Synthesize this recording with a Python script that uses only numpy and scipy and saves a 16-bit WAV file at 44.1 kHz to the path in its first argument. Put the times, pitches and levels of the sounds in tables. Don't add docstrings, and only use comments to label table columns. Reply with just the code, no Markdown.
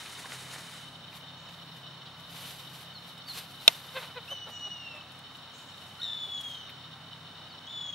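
import sys
import numpy as np
from scipy import signal
from scipy.fft import rfft, irfft
from scipy.io import wavfile
from scipy.ndimage import uniform_filter1d

SR = 44100
rng = np.random.default_rng(int(sys.argv[2]) if len(sys.argv) > 2 else 0)


def output_pcm(signal):
    pcm = np.clip(np.atleast_2d(signal).T, -1, 1) * 32767
    wavfile.write(sys.argv[1], SR, np.round(pcm).astype(np.int16))


N = 350154
TIME = np.arange(N) / SR
FREQS = np.maximum(np.arange(N // 2 + 1) * SR / N, 1)
OPPOSED = np.array([[1], [-1]])

def from_db(db):
    return 10 ** (np.asarray(db) / 20)

def unit_power(x):
    return x / np.sqrt(np.mean(x ** 2) + 1e-20)

def at_hz(points, hz=FREQS):
    f, db = np.transpose(points)
    return from_db(np.interp(np.log(hz), np.log(f), db))

def phase_of(pitch_hz):
    return 2 * np.pi * np.cumsum(pitch_hz) / SR

def drift(per_s):
    knots = rng.standard_normal(int(N / SR * per_s) + 3)
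    return unit_power(np.interp(TIME * per_s, np.arange(len(knots)), knots))

def band(x, low_hz, high_hz):
    edges = np.clip([low_hz, max(high_hz, 1.1 * low_hz)], 10, .45 * SR)
    return signal.sosfilt(signal.butter(2, edges, "band", fs=SR, output="sos"), x)

def coloured(pair, gain, width):
    spectra = rfft(pair) * gain * (FREQS < 15800)
    spectra[1] *= width
    mid, side = irfft(spectra, N)
    return (mid + OPPOSED * side) / np.std(mid)

def grains(per_s, spread_db, clump_db):
    sizes = from_db(spread_db * np.minimum(rng.exponential(1, (2, N)), 5))
    signs = rng.choice([-1, 1], (2, N))
    hits = rng.random((2, N)) < per_s / SR
    return sizes * signs * hits * from_db(clump_db * drift(70))

def swells(moves):
    power = 0
    for s, level_db, rise_s, fall_s in moves:
        away = np.maximum((s - TIME) / rise_s, (TIME - s) / fall_s)
        power += from_db(level_db - 20 * np.minimum(away, 10)) ** 2
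    return np.sqrt(power)

def garden(x, count=160, decay_s=0.77):
    delays = rng.uniform(.004, .5, (2, count))
    echoes = np.zeros((2, SR))
    for ear, lags in zip(echoes, delays):
        ear[(lags * SR).astype(int)] = rng.standard_normal(count) * from_db(-60 * lags / decay_s)
    echoes = echoes + .5 * echoes[::-1]
    return signal.fftconvolve(x[None], echoes / np.sqrt(np.sum(echoes ** 2) / 2), axes=1)[:, :N]

# frequency in Hz, level in dB.
SOIL_TONE = [(150, -20), (350, -7), (700, -5), (1200, -3), (2000, 0.5), (3000, -5.5), (4000, -2),
             (5000, -6), (7000, -7), (10000, -8.5), (12500, -16), (15500, -26)]
# frequency in Hz, side level over mid in dB.
SOIL_SPREAD = [(300, -20), (2000, -37), (4000, -14), (6300, -19), (8000, -8), (10500, -19), (14000, -1)]
# peak in seconds, level in dB.
SOIL_KICKS = [(.01, -49), (.125, -46), (.195, -46), (0.336, -43), (.405, -45), (0.539, -42), (.625, -51)]

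def soil_spray(shower_db=-50, shower_end_s=0.77, settle_db_per_s=77):
    patter = grains(per_s=8000, spread_db=1.0, clump_db=1.05)
    soil = coloured(patter, at_hz(SOIL_TONE), at_hz(SOIL_SPREAD))
    shower = from_db(shower_db - settle_db_per_s * np.clip(TIME - shower_end_s, 0, 2))
    rise_s, fall_s = 0.071, 0.068
    sprays = swells((s, db, rise_s, fall_s) for s, db in SOIL_KICKS)
    return soil * np.hypot(shower, sprays)

# frequency in Hz, level in dB.
AIR_TONE = [(25, -26), (48, -21), (62, -8), (78, -1), (150, 7), (260, 3.5), (370, -3), (750, 3),
            (1300, 3.5), (2200, -4), (4800, -11), (7000, -19.5), (11000, -23), (15000, -32)]
# frequency in Hz, side level over mid in dB.
OUTDOOR_SPREAD = [(100, -41), (350, -9.5), (1200, -14.5), (2500, -6), (5000, -4), (9000, -2.5), (14000, -4)]

def air_hush(level_db=-52.5):
    noise = rng.standard_normal((2, N))
    return from_db(level_db) * coloured(noise, at_hz(AIR_TONE), at_hz(OUTDOOR_SPREAD))

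# frequency in Hz, width in Hz, level in dB,
# side level over mid in dB.
HISS_PEAKS = [(3021, 206, -56.5, -3), (3662, 240, -57, -6), (3888, 260, -60.5, -2.5),
              (4305, 180, -65.5, -1), (5470, 340, -68, -5.5)]

def camera_hiss(flicker_db=1.85, whine_hz=15683, whine_db=-72.5):
    hiss = 0
    for hz, width_hz, db, side_db in HISS_PEAKS:
        peak = 1 / (1 + (2 * (FREQS - hz) / width_hz) ** 2)
        hiss += from_db(db) * coloured(rng.standard_normal((2, N)), peak, from_db(side_db))
    whine = np.sqrt(2) * from_db(whine_db) * np.sin(2 * np.pi * whine_hz * TIME - OPPOSED * 1.12)
    return hiss * from_db(flicker_db * drift(90)) + whine

# time in seconds, pitch in Hz.
DRONE_PITCH = [(0, 95.1), (1, 97.3), (3.5, 97.1), (5.2, 96.1), (5.6, 93.54), (7.2, 93.6), (7.94, 95)]
# time in seconds, level change in dB.
DRONE_SWELL = [(0, -13), (.35, 0.5), (1.8, 2), (3.1, 0), (4.6, -4.5), (6.55, -7), (6.8, 1.5), (7.2, -0.5),
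               (7.55, -8), (7.94, -5)]
# multiple of that pitch, level in dB, share of the swell.
DRONE_TONES = [(.64, -78, 0.25), (1, -66.5, 0.045), (1.375, -60, 0.87), (1.66, -63, 1), (1.755, -63.5, 1),
               (2.73, -71.5, 0)]

def far_engine(waver_db=1.5, fading_db=1.0, wander=0.00693):
    pitch_hz = np.interp(TIME, *np.transpose(DRONE_PITCH))
    swell_db = np.interp(TIME, *np.transpose(DRONE_SWELL))
    out = 0
    for multiple, level_db, share in DRONE_TONES:
        phase = phase_of(multiple * pitch_hz * (1 + wander * drift(12)))
        unsteady_db = waver_db * drift(11) + fading_db * drift(2.9)
        out += np.sqrt(2) * from_db(level_db + share * swell_db + unsteady_db) * np.sin(phase)
    return out

# start in seconds, level in dB,
# decay in seconds, low edge in Hz, high edge in Hz.
CLOD_SCUFFS = [(.059, -41, .023, 1400, 3000), (.242, -48, .23, 890, 1140), (.256, -37.5, 0.015, 500, 1690),
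               (.319, -37, .014, 900, 3000), (.56, -40.5, 0.018, 600, 2400), (1.128, -45, 0.018, 600, 2500),
               (1.487, -47.5, 0.047, 600, 3460), (1.765, -54, .04, 500, 5000),
               (2.055, -46, 0.15, 3000, 4060), (3.178, -57, .04, 800, 13000),
               (3.37, -52, .078, 3000, 13500), (5.118, -61, .04, 7000, 13000),
               (5.189, -56.5, .025, 4000, 12000), (6.275, -53, 0.073, 253.5, 602),
               (6.408, -47, .04, 3030, 12040), (6.69, -48, 0.057, 1697, 2800),
               (6.695, -61, .06, 10570, 14000)]

def scuffs(width=0.077, attack_s=0.002):
    out, age = np.zeros((2, N)), TIME[:SR // 4]
    for s, level_db, decay_s, low_hz, high_hz in CLOD_SCUFFS:
        noise = rng.standard_normal((2, len(age)))
        envelope = (1 - np.exp(-age / attack_s)) * from_db(-60 * age / decay_s)
        burst = band(noise * envelope / envelope.max(), low_hz, high_hz)
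        mid, side = burst / np.std(band(noise, low_hz, high_hz))
        start = int(s * SR)
        out[:, start:start + len(age)] += from_db(level_db) * (mid + OPPOSED * width * side)
    return out

# frequency in Hz, level in dB.
FEATHER_TONE = [(250, -11), (600, -4.5), (1500, -3.5), (2400, -1), (4000, 1.5), (5500, -5), (7000, -9.5),
                (10000, -8.5), (12300, -5), (13300, -7.5), (14200, -18), (15500, -25)]
# frequency in Hz, side level over mid in dB.
FEATHER_SPREAD = [(300, -20), (2000, -18), (5000, -15), (7500, 1.5), (10000, -0.5), (12500, -6), (15000, 3)]
# peak in seconds, level in dB, rise and fall in seconds.
FEATHER_MOVES = [(1.165, -50.5, 0.07, 0.075), (1.53, -61.5, 0.19, 0.32), (1.78, -61, 0.17, .1),
                 (2.205, -57, .05, 0.045), (2.305, -53, .025, 0.32), (2.37, -48.5, .07, 0.66),
                 (2.48, -45, 0.21, 0.18), (2.59, -51.5, .03, 0.092), (2.745, -50, 0.043, 0.061),
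                 (2.82, -51.5, 0.13, .08), (3.1, -55.5, 0.15, 0.097), (3.285, -49.5, 0.029, 0.12),
                 (3.38, -39.5, 0.089, 0.085), (3.52, -55, 0.22, .2), (3.625, -52.5, 0.068, .15),
                 (3.71, -45.5, 0.13, 0.25), (4.005, -47.5, 0.24, 0.15), (4.31, -53.5, 0.15, 0.079),
                 (4.5, -55, 0.056, .06), (4.6, -71, .1, .3)]

def feather_rustle():
    barbs = grains(per_s=16000, spread_db=3.0, clump_db=1.06)
    return coloured(barbs, at_hz(FEATHER_TONE), at_hz(FEATHER_SPREAD)) * swells(FEATHER_MOVES)

def chirps(notes, echo, lateness, turn_at=0.313, jitter=0.0072):
    out, quaver = np.zeros(N), 1 + jitter * drift(800)
    for s, length_s, glide_hz, level_db in notes:
        progress = np.linspace(0, 1, int(length_s * SR))
        span = slice(int(s * SR), int(s * SR) + len(progress))
        path_hz = np.interp(progress, [0, turn_at, 1], glide_hz)
        pitch_hz = uniform_filter1d(path_hz, size=len(progress) // 4) * quaver[span]
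        envelope = from_db(level_db) * np.sin(np.pi * progress ** lateness)
        out[span] += np.sqrt(2) * envelope * np.sin(phase_of(pitch_hz))
    return out + garden(echo * out)

def far_bird(length_s=0.024, glide_hz=(5750, 6460, 8540)):
    notes = [(s, length_s, glide_hz, db) for s, db in [(1.37, -69), (4.51, -64), (5.53, -62)]]
    return chirps(notes, echo=3.0, lateness=0.8)

# start in seconds, top pitch in Hz, level in dB.
SMALL_BIRD_CALLS = [(1.48, 4950, -65), (2.91, 4520, -47), (3.245, 4670, -39.5), (7.464, 4930, -54)]

def small_bird(length_s=.082, start_hz=4350, end_hz=3960):
    notes = [(s, length_s, (start_hz, hz, end_hz), db) for s, hz, db in SMALL_BIRD_CALLS]
    return chirps(notes, echo=0.52, lateness=2.36)

# start and length in seconds, pitch in Hz, level in dB.
SQUEAKS = [(3.6, 0.019, 4000, -46.5), (5.99, .024, 1425, -49.5), (5.997, 0.014, 4170, -44.5)]

def squeaks(rise=0.023):
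    glide = 1 + rise * np.array([-1, 0, 1])
    notes = [(s, length_s, hz * glide, db) for s, length_s, hz, db in SQUEAKS]
    return chirps(notes, echo=.25, lateness=1)

# frequency in Hz, level in dB, decay in seconds,
# the left side's lead in radians.
CASE_RINGS = [(487, -33, 0.021, .1), (668, -16, 0.026, .2), (914, -16, 0.028, 0.31), (1160, -27, 0.027, .2),
              (1480, -18, 0.018, .3), (2080, -32, 0.075, .3), (2584, -6, 0.013, 0.38),
              (2750, -3.5, 0.014, 0.48), (3160, 8.5, 0.0056, 1.44), (3630, 6, 0.015, 2.04),
              (3850, -5, 0.012, 0.62), (5235, -6, 0.011, 0.6), (5900, -8.5, 0.0096, 0.73),
              (7080, -6, 0.006, 0.47), (9300, -17.5, .008, 1.015), (11340, -10, 0.0063, .8)]

def grit_snap(start_s=3.6786, pan_db=1.0, attack_s=0.00033, crack_decay_s=0.026, tail_decay_s=0.13):
    out, age = np.zeros((2, N)), TIME[:SR // 4]
    rings = sum(from_db(db - 60 * age / decay_s) * np.sin(2 * np.pi * hz * age + OPPOSED * lead / 2)
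                for hz, db, decay_s, lead in CASE_RINGS)
    crack = unit_power(band(rng.standard_normal(len(age)), 400, 4400))
    crack *= from_db(-15 - 60 * age / crack_decay_s)
    tail = unit_power(band(rng.standard_normal((2, len(age))), 550, 4400))
    tail *= from_db(-35 - 60 * age / tail_decay_s)
    start = int(start_s * SR)
    out[:, start:start + len(age)] = (rings + crack + tail) * (1 - np.exp(-age / attack_s))
    return out * from_db(OPPOSED * pan_db / 2)

# frequency in Hz, level in dB.
HEN_THROAT = [(300, -28), (520, -1), (1030, -5), (1550, -3.5), (2050, -6.5), (2600, -5), (3200, -11),
              (3900, -1.5), (4600, -28), (6000, -32)]
# middle and half length in seconds, pitch in Hz, level in dB,
# brightness in dB per octave, roughness from 0 to 1.
HEN_CLUCKS = [(3.974, 0.018, 518, -34, -0.3, 0.19), (4.03, 0.033, 520, -44.5, 1.5, 0.65),
              (4.102, 0.013, 430, -47.5, -2.5, 1), (4.176, 0.0133, 490, -38.5, -2.5, 0.11),
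              (4.324, 0.012, 560, -44, -4, 0.42), (4.483, 0.0152, 438, -46, -4, 0.54),
              (4.677, 0.011, 400, -49, -5, 0.27), (4.96, 0.024, 600, -50.5, -1, 0.33)]

def clucks(jitter=0.031, arch=.015, fall=0.028, rasp_db=3.0):
    out, age = np.zeros(N), TIME[:SR // 5] - .1
    breath = coloured(rng.standard_normal((2, N)), at_hz(HEN_THROAT) * (FREQS > 300), 0)[0]
    wobble = jitter * drift(450)
    for s, half_s, pitch_hz, level_db, tilt_db, rough in HEN_CLUCKS:
        start = int((s + age[0]) * SR)
        span = slice(start, start + len(age))
        place = np.clip(age / half_s, -2, 2)
        bend = arch * (.5 - place ** 2)
        phase = phase_of(pitch_hz * (1 + bend - fall * place + wobble[span]))
        voice = sum(at_hz(HEN_THROAT, k * pitch_hz) * from_db(tilt_db * np.log2(k)) * np.sin(k * phase)
                    for k in range(1, 11))
        rasp = band(breath[span] * (1 + np.cos(phase)), 360, 4500 * 2 ** (tilt_db / 2))
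        cluck = (1 - rough) * unit_power(voice) + rough * from_db(rasp_db) * unit_power(rasp)
        out[span] += unit_power(cluck) * from_db(level_db) * np.exp(-0.7 * (age / half_s) ** 2)
    return out

def bump(t, middle, width):
    return np.exp(-np.minimum(((t - middle) / width) ** 2, 20))

# start and length in seconds, pitch in Hz, sag in Hz per second,
# scoop from below in Hz, yelp in Hz and in dB, seconds until the peak, peak level in dB,
# swell and fade in dB per second, rasp from 0 to 1, overtone boost in dB, left over right in dB.
WHISTLE_CALLS = [(4.275, .775, 2982, 201.7, 537, 120.3, 7.5, 0.39, -41.5, 10, 28, 0.28, 0, 0),
                 (6.009, .72, 3625, 741, 150, 210, 5, 0.38, -36.5, 13, 55, .8, 0.5, 2),
                 (7.665, .38, 3580, 1087, 602, 30, 2.5, 0.25, -37.5, 39, 70, .62, 3.5, 2.5)]
# middle and half length in seconds, dip in dB.
VOICE_CATCHES = [(4.354, 0.011, 4), (4.395, 0.01, 7), (4.489, 0.037, 12), (4.691, 0.0094, 9),
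                 (4.785, .012, 6), (6.28, 0.014, 11), (6.423, 0.011, 14), (7.919, .01, 15)]

def whistle_shapes(scoop_s=.016, climb_hz_per_s=17900, tires_s=.47, droop_hz_per_s=830,
                   rasp_floor=0.16, clears_s=0.31, attack_s=0.01, release_s=0.07):
    pitch_hz, rasp, overtone_db, gain = np.ones(N), np.zeros(N), np.zeros(N), np.zeros((2, N))
    for (s, length_s, hz, sag, scoop_hz, yelp_hz, yelp_db, peak_s, level_db,
         swell_rate, fade_rate, hoarse, bright_db, pan_db) in WHISTLE_CALLS:
        span = (TIME >= s) & (TIME < s + length_s)
        age = TIME[span] - s
        yelp = bump(age, 0.0171 + scoop_hz / climb_hz_per_s, width=.018)
        sinking_hz = sag * age + droop_hz_per_s * np.maximum(age - tires_s, 0)
        pitch_hz[span] = hz - scoop_hz * np.exp(-age / scoop_s) + yelp_hz * yelp - sinking_hz
        rasp[span] = rasp_floor + (hoarse - rasp_floor) * np.exp(-age / clears_s)
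        overtone_db[span] = bright_db
        below_peak_db = np.maximum(swell_rate * (peak_s - age), fade_rate * (age - peak_s))
        effort_db = level_db + yelp_db * yelp - below_peak_db
        ends = np.clip(np.minimum(age / attack_s, (length_s - age) / release_s), 0, 1)
        gain[:, span] = ends * from_db(effort_db + OPPOSED * pan_db / 2)
    dips_db = sum(db * bump(TIME, s, half_s) for s, half_s, db in VOICE_CATCHES)
    return pitch_hz, rasp, overtone_db, gain * from_db(-dips_db)

# frequency in Hz, level in dB.
THROAT_OVERTONE = [(5200, -19), (5900, -13), (6400, -20), (6800, -23), (7400, -29)]

def whistles(flutter_db=1.3, jitter=0.0097, rasp_db=5.5, overtone_flutter_db=3.5, echo_db=-10):
    pitch_hz, rasp, overtone_db, gain = whistle_shapes()
    phase = phase_of(pitch_hz * (1 + jitter * (rasp + 0.14) * drift(700)))
    phase = phase + OPPOSED * 0.19
    half_pitch = from_db(-18) * (np.sin(phase / 2) + np.sin(3 * phase / 2))
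    second_voice = from_db(-5) * np.sin(1.08 * phase)
    shake = unit_power(from_db(flutter_db * drift(70) + rasp_db * rasp * drift(420)))
    flutter = unit_power(from_db(overtone_flutter_db * drift(250)))
    overtone = at_hz(THROAT_OVERTONE, 2 * pitch_hz) * from_db(overtone_db) * flutter * np.sin(2 * phase)
    voice = np.sin(phase) + overtone + rasp ** 2 * (half_pitch + second_voice)
    direct = gain * np.sqrt(2) * shake * voice
    return direct + from_db(echo_db) * garden(direct.mean(axis=0))

# frequency in Hz, level in dB.
GRASS_TONE = [(1000, -10), (2500, 4.5), (4500, -3), (6500, -2.5), (10000, -4.5), (12500, -5), (14000, -14),
              (15500, -26)]
# peak in seconds, level in dB, rise and fall in seconds.
GRASS_MOVES = [(4.963, -61, .04, .04), (5.18, -65, .2, .06), (5.35, -64, 0.076, .25), (5.59, -60, .1, 0.27),
               (5.78, -59.5, .1, 0.71), (6.03, -62.5, 0.2, 0.43), (6.28, -62, .3, .3),
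               (6.49, -56, 0.19, .17)]

def grass_rustle():
    blades = grains(per_s=5600, spread_db=3.0, clump_db=1.6)
    return coloured(blades, at_hz(GRASS_TONE), at_hz(OUTDOOR_SPREAD)) * swells(GRASS_MOVES)

def scene(pan_db=0.15):
    mix = (soil_spray() + air_hush() + camera_hiss() + far_engine() + scuffs() + feather_rustle()
           + far_bird() + small_bird() + squeaks() + grit_snap() + clucks() + whistles()
           + grass_rustle())
    return mix * from_db(OPPOSED * pan_db / 2)

def record(dry, rolloff_hz=16500, cutoff_hz=21600):
    overloaded = np.clip(dry, -1, 1)
    soft = signal.sosfilt(signal.butter(3, rolloff_hz, fs=SR, output="sos"), overloaded)
    return np.clip(signal.sosfilt(signal.butter(10, cutoff_hz, fs=SR, output="sos"), soft), -1, 1)

dry = scene()
out = record(dry)
output_pcm(out)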